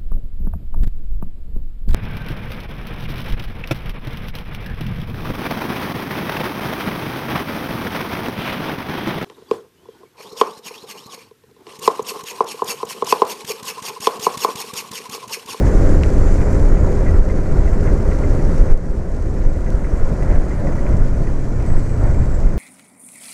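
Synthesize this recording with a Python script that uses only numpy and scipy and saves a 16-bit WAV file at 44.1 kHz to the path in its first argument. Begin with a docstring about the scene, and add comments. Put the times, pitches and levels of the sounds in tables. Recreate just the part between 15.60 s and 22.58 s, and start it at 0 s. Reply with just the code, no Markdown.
"""A scooter rides along a wet city road, heard from the rider's chest: wind and slapping eddies buffet the
microphone over a single-cylinder drone of engine orders and the noise hiss of wet tyres.
At first a scooter ahead sizzles and fades; panels ring in short modes and drops tick now and then.
Hard slaps make the recorder's limiter duck, most of all at three seconds; then the throttle eases and
closes to a low boom. In the last second a wet brake sings faintly in unsteady sine whistles."""
import sys
import numpy as np
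from scipy import signal
from scipy.fft import rfft, irfft
from scipy.io import wavfile
from scipy.ndimage import uniform_filter1d

SR = 44100
rng = np.random.default_rng(int(sys.argv[2]) if len(sys.argv) > 2 else 0)


def transcribe(u):
    """Save the signal u as a 16-bit wav file named by the first command-line argument.

    u: samples, shape (n,) or (channels, n), limited to [-1, 1]; the rate is SR.
    q: integer samples, one column per channel.
    """
    v = np.clip(np.atleast_2d(u).T, -1, 1)
    q = np.round(v * 32767).astype(np.int16)
    wavfile.write(sys.argv[1], SR, q)


N = 307818
T = np.arange(N) / SR  # time [s]

# single eddies that slap the microphone:
# (time [s], level [dB], duration scale [s], direction [1 = push, -1 = suction])
EDDY_SLAPS = [(0.727, -3, 0.016, 1), (1.06, -2.5, 0.013, -1), (1.119, -2.5, 0.012, 1), (1.6, 1.3, 0.014, 1),
              (1.993, -2.5, 0.01, -1), (2.131, -2.5, 0.01, -1), (2.339, -3, 0.0097, -1),
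              (2.489, -3.5, 0.0083, 1), (2.708, -3.5, .011, -1), (2.854, -4, 0.011, 1),
              (3.003, -2.5, 0.01, 1), (3.02, 1, 0.01, -1), (3.136, 7, .018, -1), (3.305, -2, .008, -1),
              (3.38, -2.5, .006, -1), (3.869, 1.5, .016, 1), (3.974, -5, .005, 1), (4.34, -5, .008, 1),
              (4.15, -2.5, 0.009, 1), (4.438, -2.5, 0.022, -1), (4.704, -2.5, .011, 1),
              (4.783, -2.5, 0.018, 1), (5.344, -4, 0.0036, 1), (5.418, -2, 0.014, 1), (6.165, -2, 0.02, 1),
              (6.446, -3.5, 0.0083, 1), (6.498, -3.5, 0.0036, -1), (6.621, -2.5, 0.004, 1),
              (6.866, -1.5, 0.011, -1)]


def gain_of(db):
    """Decibels to amplitude."""
    return 10 ** (np.asarray(db) / 20)


def evened(x):
    """Scales to rms 1."""
    return x / np.sqrt(np.mean(x ** 2) + 1e-20)


def curves(rows):
    """Each column of a table as a curve over the whole ride."""
    s, *columns = np.transpose(rows)
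    return [np.interp(T, s, column) for column in columns]


def swells(rows):
    """A curve in dB with one smooth hump for each row, above half height over its length."""
    return sum(db * 2 ** -((2 * (T - s) / length_s) ** 2) for s, length_s, db in rows)


def read(points, hz):
    """A spectrum's dB at any frequency, interpolated along a log axis."""
    f, db = np.transpose(points)
    return np.interp(np.log(hz + 1), np.log(f + 1), db)


def coloured(x, points):
    """Filters by a spectrum that falls 80 dB over two octaves beyond either end."""
    low_end = (points[0][0] / 4, points[0][1] - 80)
    high_end = (points[-1][0] * 4, points[-1][1] - 80)
    response_db = read([low_end, *points, high_end], np.fft.rfftfreq(len(x), 1 / SR))
    return irfft(rfft(x) * gain_of(response_db), len(x))


def wander(hz):
    """Random drift of rms 1 that rolls off above the given rate."""
    size, rate = 2 * 4096, 1000  # drawn at 1000 points per second
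    f = np.fft.rfftfreq(size, 1 / rate)
    slow = irfft(rfft(rng.standard_normal(size)) / (1 + (f / hz) ** 4))
    return evened(np.interp(T * rate, np.arange(len(slow)), slow))


def noise(points, patchy_db):
    """Coloured noise of rms 1 whose level drifts in patches of time and frequency."""
    frames, hz = N // 256 + 5, np.fft.rfftfreq(1024, 1 / SR)
    real, imaginary, patches = rng.standard_normal((3, frames, len(hz)))
    patches = uniform_filter1d(patches, size=7, axis=0)  # over time
    patches = evened(uniform_filter1d(patches, size=14, axis=1))  # over frequency
    spectrum = (real + 1j * imaginary) * gain_of(patchy_db * patches)
    x = signal.istft(spectrum.T, nperseg=1024, noverlap=768)[1]
    return evened(coloured(x[:N], points))


def add(mix, s, sound):
    """Mixes a sound in at a time."""
    part = mix[max(round(s * SR), 0):][:len(sound)]
    part += sound[:len(part)]


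def stack(hz, orders, waver_db):
    """The orders of a turning shaft as cosines of rms 1 together, each wavering in strength."""
    turns = np.cumsum(hz) / SR
    total = np.zeros(N)
    for multiple, db in orders:
        level = gain_of(db + waver_db * wander(1.6))
        total += level * np.cos(2 * np.pi * (multiple * turns + rng.random()))
    return evened(total)


def sizzle(width_hz=450, flutter_db=2):
    """Two uneven bands of hiss from the scooter ahead that sink in pitch as they fade."""
    # the thin sizzle, fading as that scooter pulls away: (time [s], pitch [Hz], level [dB])
    sizzle_path = [(0, 7200, -59), (.45, 7300, -56), (.72, 7200, -54), (1.02, 7100, -55), (1.12, 6800, -57),
                   (1.45, 6900, -61), (2, 6800, -76), (3, 6760, -85)]
    # bands of the hiss: (share of the pitch [ratio], relative level [dB])
    strands = [(1, -1), (.86, -10)]
    hz, db = curves(sizzle_path)
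    out = np.zeros(N)
    for share, strand_db in strands:
        angle = 2 * np.pi * np.cumsum(share * hz) / SR
        # two random drifts in quadrature spread the tone into a band
        band = wander(width_hz) * np.cos(angle) + wander(width_hz) * np.sin(angle)
        out += gain_of(db + strand_db + flutter_db * wander(17)) * band
    return out


def brake(fade_s=0.026, flutter_db=3.2):
    """The wet disc sings in thin sine whistles that later step down and grow more unsteady in pitch."""
    # squeals of the wet brake: (start [s], length [s], pitch [Hz], level [dB], unsteadiness [Hz])
    squeals = [(6.05, 0.22, 7960, -60, 65), (6.25, 0.17, 7960, -58.5, 70), (6.38, .125, 8030, -59, 170),
               (6.465, 0.2, 7620, -58, 120), (6.62, 0.22, 7620, -57, 240)]
    out = np.zeros(N)
    for s, length_s, hz, db, unsteady_hz in squeals:
        envelope = np.clip(np.minimum(T - s, s + length_s - T) / fade_s, 0, 1)
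        phase = 2 * np.pi * np.cumsum(hz + unsteady_hz * wander(300)) / SR
        whistle = np.sqrt(2) * np.sin(phase)
        out += envelope * gain_of(db + flutter_db * wander(30)) * whistle
    return out


def drops(tick_db=-5, thud_db=-8, tick_decay_s=0.0008, thud_decay_s=0.0015):
    """Each drop gives a sharp noise tick and a duller thud of the camera shell."""
    # drops landing near the microphone: (time [s], level [dB], thud relative to the tick [dB])
    landings = [(0.4348, -33, 23), (0.9263, -37, -2), (1.1463, -36, -1), (2.2333, -38, -3),
                (2.4892, -39, 3), (3.3643, -36, -10), (3.9367, -40, -12), (3.9699, -41, -2),
                (4.104, -28, -14), (4.3725, -38, -14), (4.7571, -36, 1), (4.8838, -39, -8),
                (6.0651, -37, -10)]
    # spectrum of the tick: (frequency [Hz], relative level [dB])
    tick_spectrum = [(1500, -10), (3000, -2), (6500, 6), (9000, 2), (14000, -7)]
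    # spectrum of the struck shell: (frequency [Hz], relative level [dB])
    shell_spectrum = [(1000, 7), (1900, 12), (2900, 11), (4000, 3), (6200, 2), (9000, -12)]
    out, t = np.zeros(N), np.arange(2048) / SR
    for s, level_db, dull_db in landings:
        tick_noise, thud_noise = rng.standard_normal((2, len(t)))
        tick = evened(coloured(tick_noise, tick_spectrum)) * np.exp(-t / tick_decay_s)
        thud = evened(coloured(thud_noise, shell_spectrum)) * np.exp(-t / thud_decay_s)
        add(out, s, gain_of(level_db) * (gain_of(tick_db) * tick + gain_of(thud_db + dull_db) * thud))
    return out


def rattles(chatter_s=0.0065, level_db=-6, small_db=-44, uneven_db=0.5, lead_db=7, lead_width_hz=110):
    """A panel chatters on its fixings and rings in short plastic modes; where it touches picks the leader."""
    # loose panels shaken by the road: (time [s], relative level [dB], leading ring [Hz])
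    knocked_panels = [(0.0662, -30, 1800), (0.437, -33, 1850), (0.8144, -33, 2060), (1.4614, -30, 1950),
                      (1.4814, -30.5, 1900), (1.6955, -31, 2060), (2.0738, -32.5, 2020), (2.272, -34, 1800),
                      (2.5137, -31.5, 1930), (2.6346, -32, 2080), (4.0607, -35, 1940), (4.2448, -36, 2070),
                      (4.6229, -32.5, 1940), (4.7107, -33.5, 2010), (4.757, -37, 1780), (4.9087, -34, 2060),
                      (5.07, -34.5, 1930), (5.1228, -37, 1850), (5.2654, -33, 1970), (5.6696, -36, 1970),
                      (6.101, -37, 1940), (6.17, -38, 1880), (6.62, -39, 2120)]
    # ringing modes of a panel: (frequency [Hz], relative level [dB], time to fall 60 dB [s])
    panel_modes = [(920, 9.5, 0.0033), (1390, -24, 0.02), (1756, -6, 0.016), (1942, -5.5, 0.049),
                   (2057, -8.5, 0.06), (2294, -18, 0.11), (2390, -13, 0.038)]
    out, t = np.zeros(N), np.arange(4096) / SR
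    modes = np.array([gain_of(db - 60 * t / t60) * np.sin(2 * np.pi * hz * t) for hz, db, t60 in panel_modes])
    mode_hz = np.transpose(panel_modes)[0]
    lowpass = signal.butter(4, 2650, fs=SR, output="sos")
    # sixty fainter rattles at random moments
    faint = [(s * T[-1], small_db + 6 * size, 1700 + 700 * place) for s, size, place in rng.random((60, 3))]
    for s, strength_db, lead_hz in [*knocked_panels, *faint]:
        lead = np.exp(-((mode_hz - lead_hz) / lead_width_hz) ** 2)
        ring = gain_of(lead_db * lead + uneven_db * rng.standard_normal(len(panel_modes))) @ modes
        touching = rng.random(len(t)) < 1500 / SR  # 1500 contacts per second on average
        contacts = rng.standard_normal(len(t)) * touching * np.exp(-t / chatter_s)
        clack = signal.sosfilt(lowpass, signal.fftconvolve(contacts, ring))
        clack /= np.sqrt(np.mean(clack[:900] ** 2) + 1e-20)  # rms 1 over the first 20 ms
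        add(out, s, gain_of(strength_db + level_db) * clack)
    return out


def pace():
    """The level of riding noise in dB: the rider's pace plus brief surges."""
    # the rider's pace, which drives the rush of air and the roar of the tread: (time [s], level [dB])
    pace_curve = [(0, 3), (0.7, 0.5), (1.3, -1), (2.3, -2.5), (3.3, -2), (4.3, -5.5), (5.15, -3.5),
                  (5.85, -7.5), (6.98, -6)]
    # brief swells of air and tread together: (middle [s], length [s], swell [dB])
    surges = [(1.58, .06, 2), (1.98, 0.06, 3.5), (2.28, 0.038, 6), (3.115, 0.073, 4.5), (4.15, 0.067, 2.5),
              (4.52, 0.048, 2), (4.71, 0.12, 4.5), (5.08, 0.054, 3), (5.33, 0.11, 2), (6.12, 0.12, 4.5),
              (6.455, 0.1, 7.5), (6.61, 0.1, 3)]
    return curves(pace_curve)[0] + swells(surges)


def tyres():
    """Tread roars on the asphalt and flings up water: a hiss with separate droplets in it."""
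    # spectrum of the tread: (frequency [Hz], relative level [dB])
    roar_spectrum = [(350, 3), (700, 1.5), (980, 3), (1170, -1), (1450, -1.5), (1800, -5), (2060, -7),
                     (2190, -13), (2400, -13.5), (2650, -31.5), (3300, -28.5), (5000, -29)]
    # spectrum of the flung water: (frequency [Hz], relative level [dB])
    spray_spectrum = [(2200, 4), (3600, -7.5), (4300, -3), (5000, -2), (6000, 1), (7200, -.5), (8700, -5),
                      (9300, -8), (10500, -11.5), (12500, -18.5), (14000, -22), (15500, -30)]
    # water thrown up by the tyres: (time [s], level [dB])
    wetness = [(0, -45), (0.7, -46), (1.2, -49.5), (2.6, -49), (3.5, -49), (4.4, -51.5), (5.9, -52.5),
               (6.3, -51), (6.98, -53.5)]
    roar_db = -34.5 + 0.75 * pace() + 0.27 * wander(17.0)  # 0.75 dB of roar for each dB of pace
    spray_db = curves(wetness)[0] + 0.72 * wander(44)
    sizes = gain_of(4 * np.minimum(rng.exponential(1, N), 5)) * rng.choice([-1, 1], N)
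    droplets = sizes * (rng.random(N) < 450 / SR)  # 450 per second on average
    spray = noise(spray_spectrum, patchy_db=1.5) + gain_of(-7.0) * evened(coloured(droplets, spray_spectrum))
    return gain_of(roar_db) * noise(roar_spectrum, patchy_db=1.0) + gain_of(spray_db) * spray


def engines(engine_flutter_db=1.8, boom_flutter_db=1.5):
    """Exhaust and belt orders, noise puffs and casing ring at each firing, and a closed-throttle boom."""
    # engine speed under throttle: (time [s], firings per second [Hz])
    revs = [(0, 40.95), (0.5, 41), (1.2, 40.8), (1.9, 40.7), (2.3, 40.8), (2.7, 40.55), (3.3, 40.4),
            (3.7, 39.7), (4.2, 39.25), (4.7, 39.45), (5.3, 38.9), (6.98, 38)]
    # engine loudness as the throttle eases and closes: (time [s], level [dB])
    throttle = [(0, -19.5), (1.5, -21.5), (3, -22.5), (3.9, -28), (4.6, -27), (5.2, -74)]
    # orders under throttle, the fractional ones from the belt drive:
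    # (multiple of the firing rate [ratio], relative level [dB])
    drive_orders = [(1, 9), (2, 10.5), (4, -0.5), (4.37, -1), (5.52, -2.5), (7, -2), (7.6, -5), (8, -8),
                    (9, -0.5), (10, 2.5), (11, -7), (12, -2.5), (12.5, -7.5), (13, -1.5), (14.6, -12),
                    (15, -13.5), (19, -15)]
    # the engine sinking on a closed throttle: (time [s], firings per second [Hz])
    overrun_revs = [(4.7, 35), (5, 33.9), (5.3, 32.6), (5.7, 31.8), (6.1, 31.2), (6.55, 30.6), (6.98, 30.2)]
    # the exhaust's boom, faint until the throttle closes: (time [s], level [dB])
    overrun_level = [(4.7, -38), (5, -28.5), (5.35, -26), (5.8, -26.8), (6.2, -27), (6.55, -22.5),
                     (6.75, -31), (6.98, -35)]
    # orders of the boom: (multiple of the firing rate [ratio], relative level [dB])
    boom_orders = [(3, -6), (4, 0), (6, -20), (7, -15), (8, -16), (9, -16)]

    (firing_hz,), (level_db,) = curves(revs), curves(throttle)
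    firing_hz = firing_hz * (1 + .001 * wander(14))
    drone_gain = gain_of(level_db + engine_flutter_db * wander(7.8))
    drone = drone_gain * stack(firing_hz, drive_orders, waver_db=0.5)

    since_firing = np.cumsum(firing_hz) / SR % 1  # share of the cycle
    knocks = np.exp(-since_firing / .3) * rng.standard_normal(N)
    casing = evened(coloured(knocks, [(1330, -20), (1415, 0), (1500, -20)]))
    casing_db = -53 - .5 * T  # sinks half a dB per second
    puff_spectrum = [(250, -6.5), (400, -5), (580, -16.5), (850, -22.5), (2000, -26)]
    puffs = gain_of(level_db - 15.5) * evened(coloured(knocks, puff_spectrum))

    boom_gain = gain_of(curves(overrun_level)[0] + boom_flutter_db * wander(10))
    boom = boom_gain * stack(curves(overrun_revs)[0], boom_orders, waver_db=1)
    return drone + puffs + gain_of(casing_db) * casing + boom


def wind(flutter_db=2.24, flurry_db=0.94, eddy_crest=2.2, slap_reach=1.8):
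    """Large eddies thump the microphone, giving way where a slap sweeps the port; small ones rush past."""
    # spectrum of the large eddies: (frequency [Hz], relative level [dB])
    buffet_spectrum = [(4, -10.5), (10, -5), (22, 0.5), (35, -7.5), (55, -11), (90, -16), (150, -42),
                       (400, -42)]
    # spectrum of the rushing air: (frequency [Hz], relative level [dB])
    rush_spectrum = [(40, 2), (100, 1), (170, -1.5), (250, -6), (380, -9), (480, -13), (533, -11),
                     (590, -11.5), (720, -19), (1000, -43.5), (2500, -76)]
    # gusts that shake the microphone, and a lull between them: (middle [s], length [s], swell [dB])
    gusts = [(0.2, 0.081, 3.5), (0.35, 0.057, 4), (0.64, 0.15, 3.5), (1.08, 0.15, 6.5), (1.56, 0.14, 5),
             (1.82, 0.2, -1.5), (2.01, 0.089, 4.5), (2.69, 0.034, 5), (2.84, 0.12, 5), (3.3, 0.12, 4),
             (3.85, 0.074, 2), (4.74, 0.11, 7), (5.08, .2, 1), (5.33, 0.04, 3), (6.13, 0.089, 8),
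             (6.46, 0.1, 2.5), (6.59, 0.13, 4.5), (6.82, 0.18, 4)]
    eddies = coloured(rng.standard_normal(N), buffet_spectrum)
    eddies /= np.sqrt(uniform_filter1d(eddies ** 2, size=6000))  # levelled, so the curves below set the swell
    eddies = evened(np.tanh(eddies / eddy_crest))  # rounds the crests
    for s, _, length_s, _ in EDDY_SLAPS:
        eddies = eddies * (1 - np.exp(-((T - s) / (slap_reach * length_s)) ** 2))
    buffet = gain_of(-15 + swells(gusts) + flutter_db * wander(0.85)) * eddies
    rush_db = -19.5 + 0.77 * pace() + flurry_db * wander(19)  # 0.77 dB of rush for each dB of pace
    return buffet + gain_of(rush_db) * noise(rush_spectrum, patchy_db=0.0)


def slaps(roughness=0.22):
    """An eddy sweeps over the port: a ragged push or suction between two weaker swings the other way."""
    out = np.zeros(N)
    for s, level_db, length_s, direction in EDDY_SLAPS:
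        u = np.arange(-4 * length_s, 4 * length_s, 1 / SR) / length_s
        swing = (1 - 2 * u ** 2) * np.exp(-u ** 2)
        add(out, s - 4 * length_s, np.sign(direction) * gain_of(level_db) * swing)
    ripple = evened(coloured(rng.standard_normal(N), [(55, 0), (130, -4)]))
    return out * (1 + roughness * np.tanh(ripple))


def scene():
    """Everything reaches one microphone."""
    background = sizzle() + brake() + drops() + rattles()
    riding = tyres() + engines() + wind() + slaps()
    return (background + riding)[None]


def record(dry, ceiling_db=-0.5, recover_db_per_s=7.5, smoothing_s=0.025, edge_hz=15500):
    """The recorder's limiter ducks everything at peaks over its ceiling, recovers slowly; then a low-pass."""
    over_db = np.maximum(20 * np.log10(abs(dry[0]) + 1e-9) - ceiling_db, 0)
    recovery_db = recover_db_per_s * T
    duck_db = np.maximum.accumulate(over_db + recovery_db) - recovery_db
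    ducked = dry * gain_of(-uniform_filter1d(duck_db, size=round(smoothing_s * SR)))
    limited = ducked / (1 + ducked ** 24) ** (1 / 24)  # holds what is left within full scale
    lowpass = signal.firwin(511, edge_hz, window=("kaiser", 9), fs=SR)
    return signal.oaconvolve(limited, lowpass[None], "same")


dry = scene()
out = record(dry)
transcribe(out)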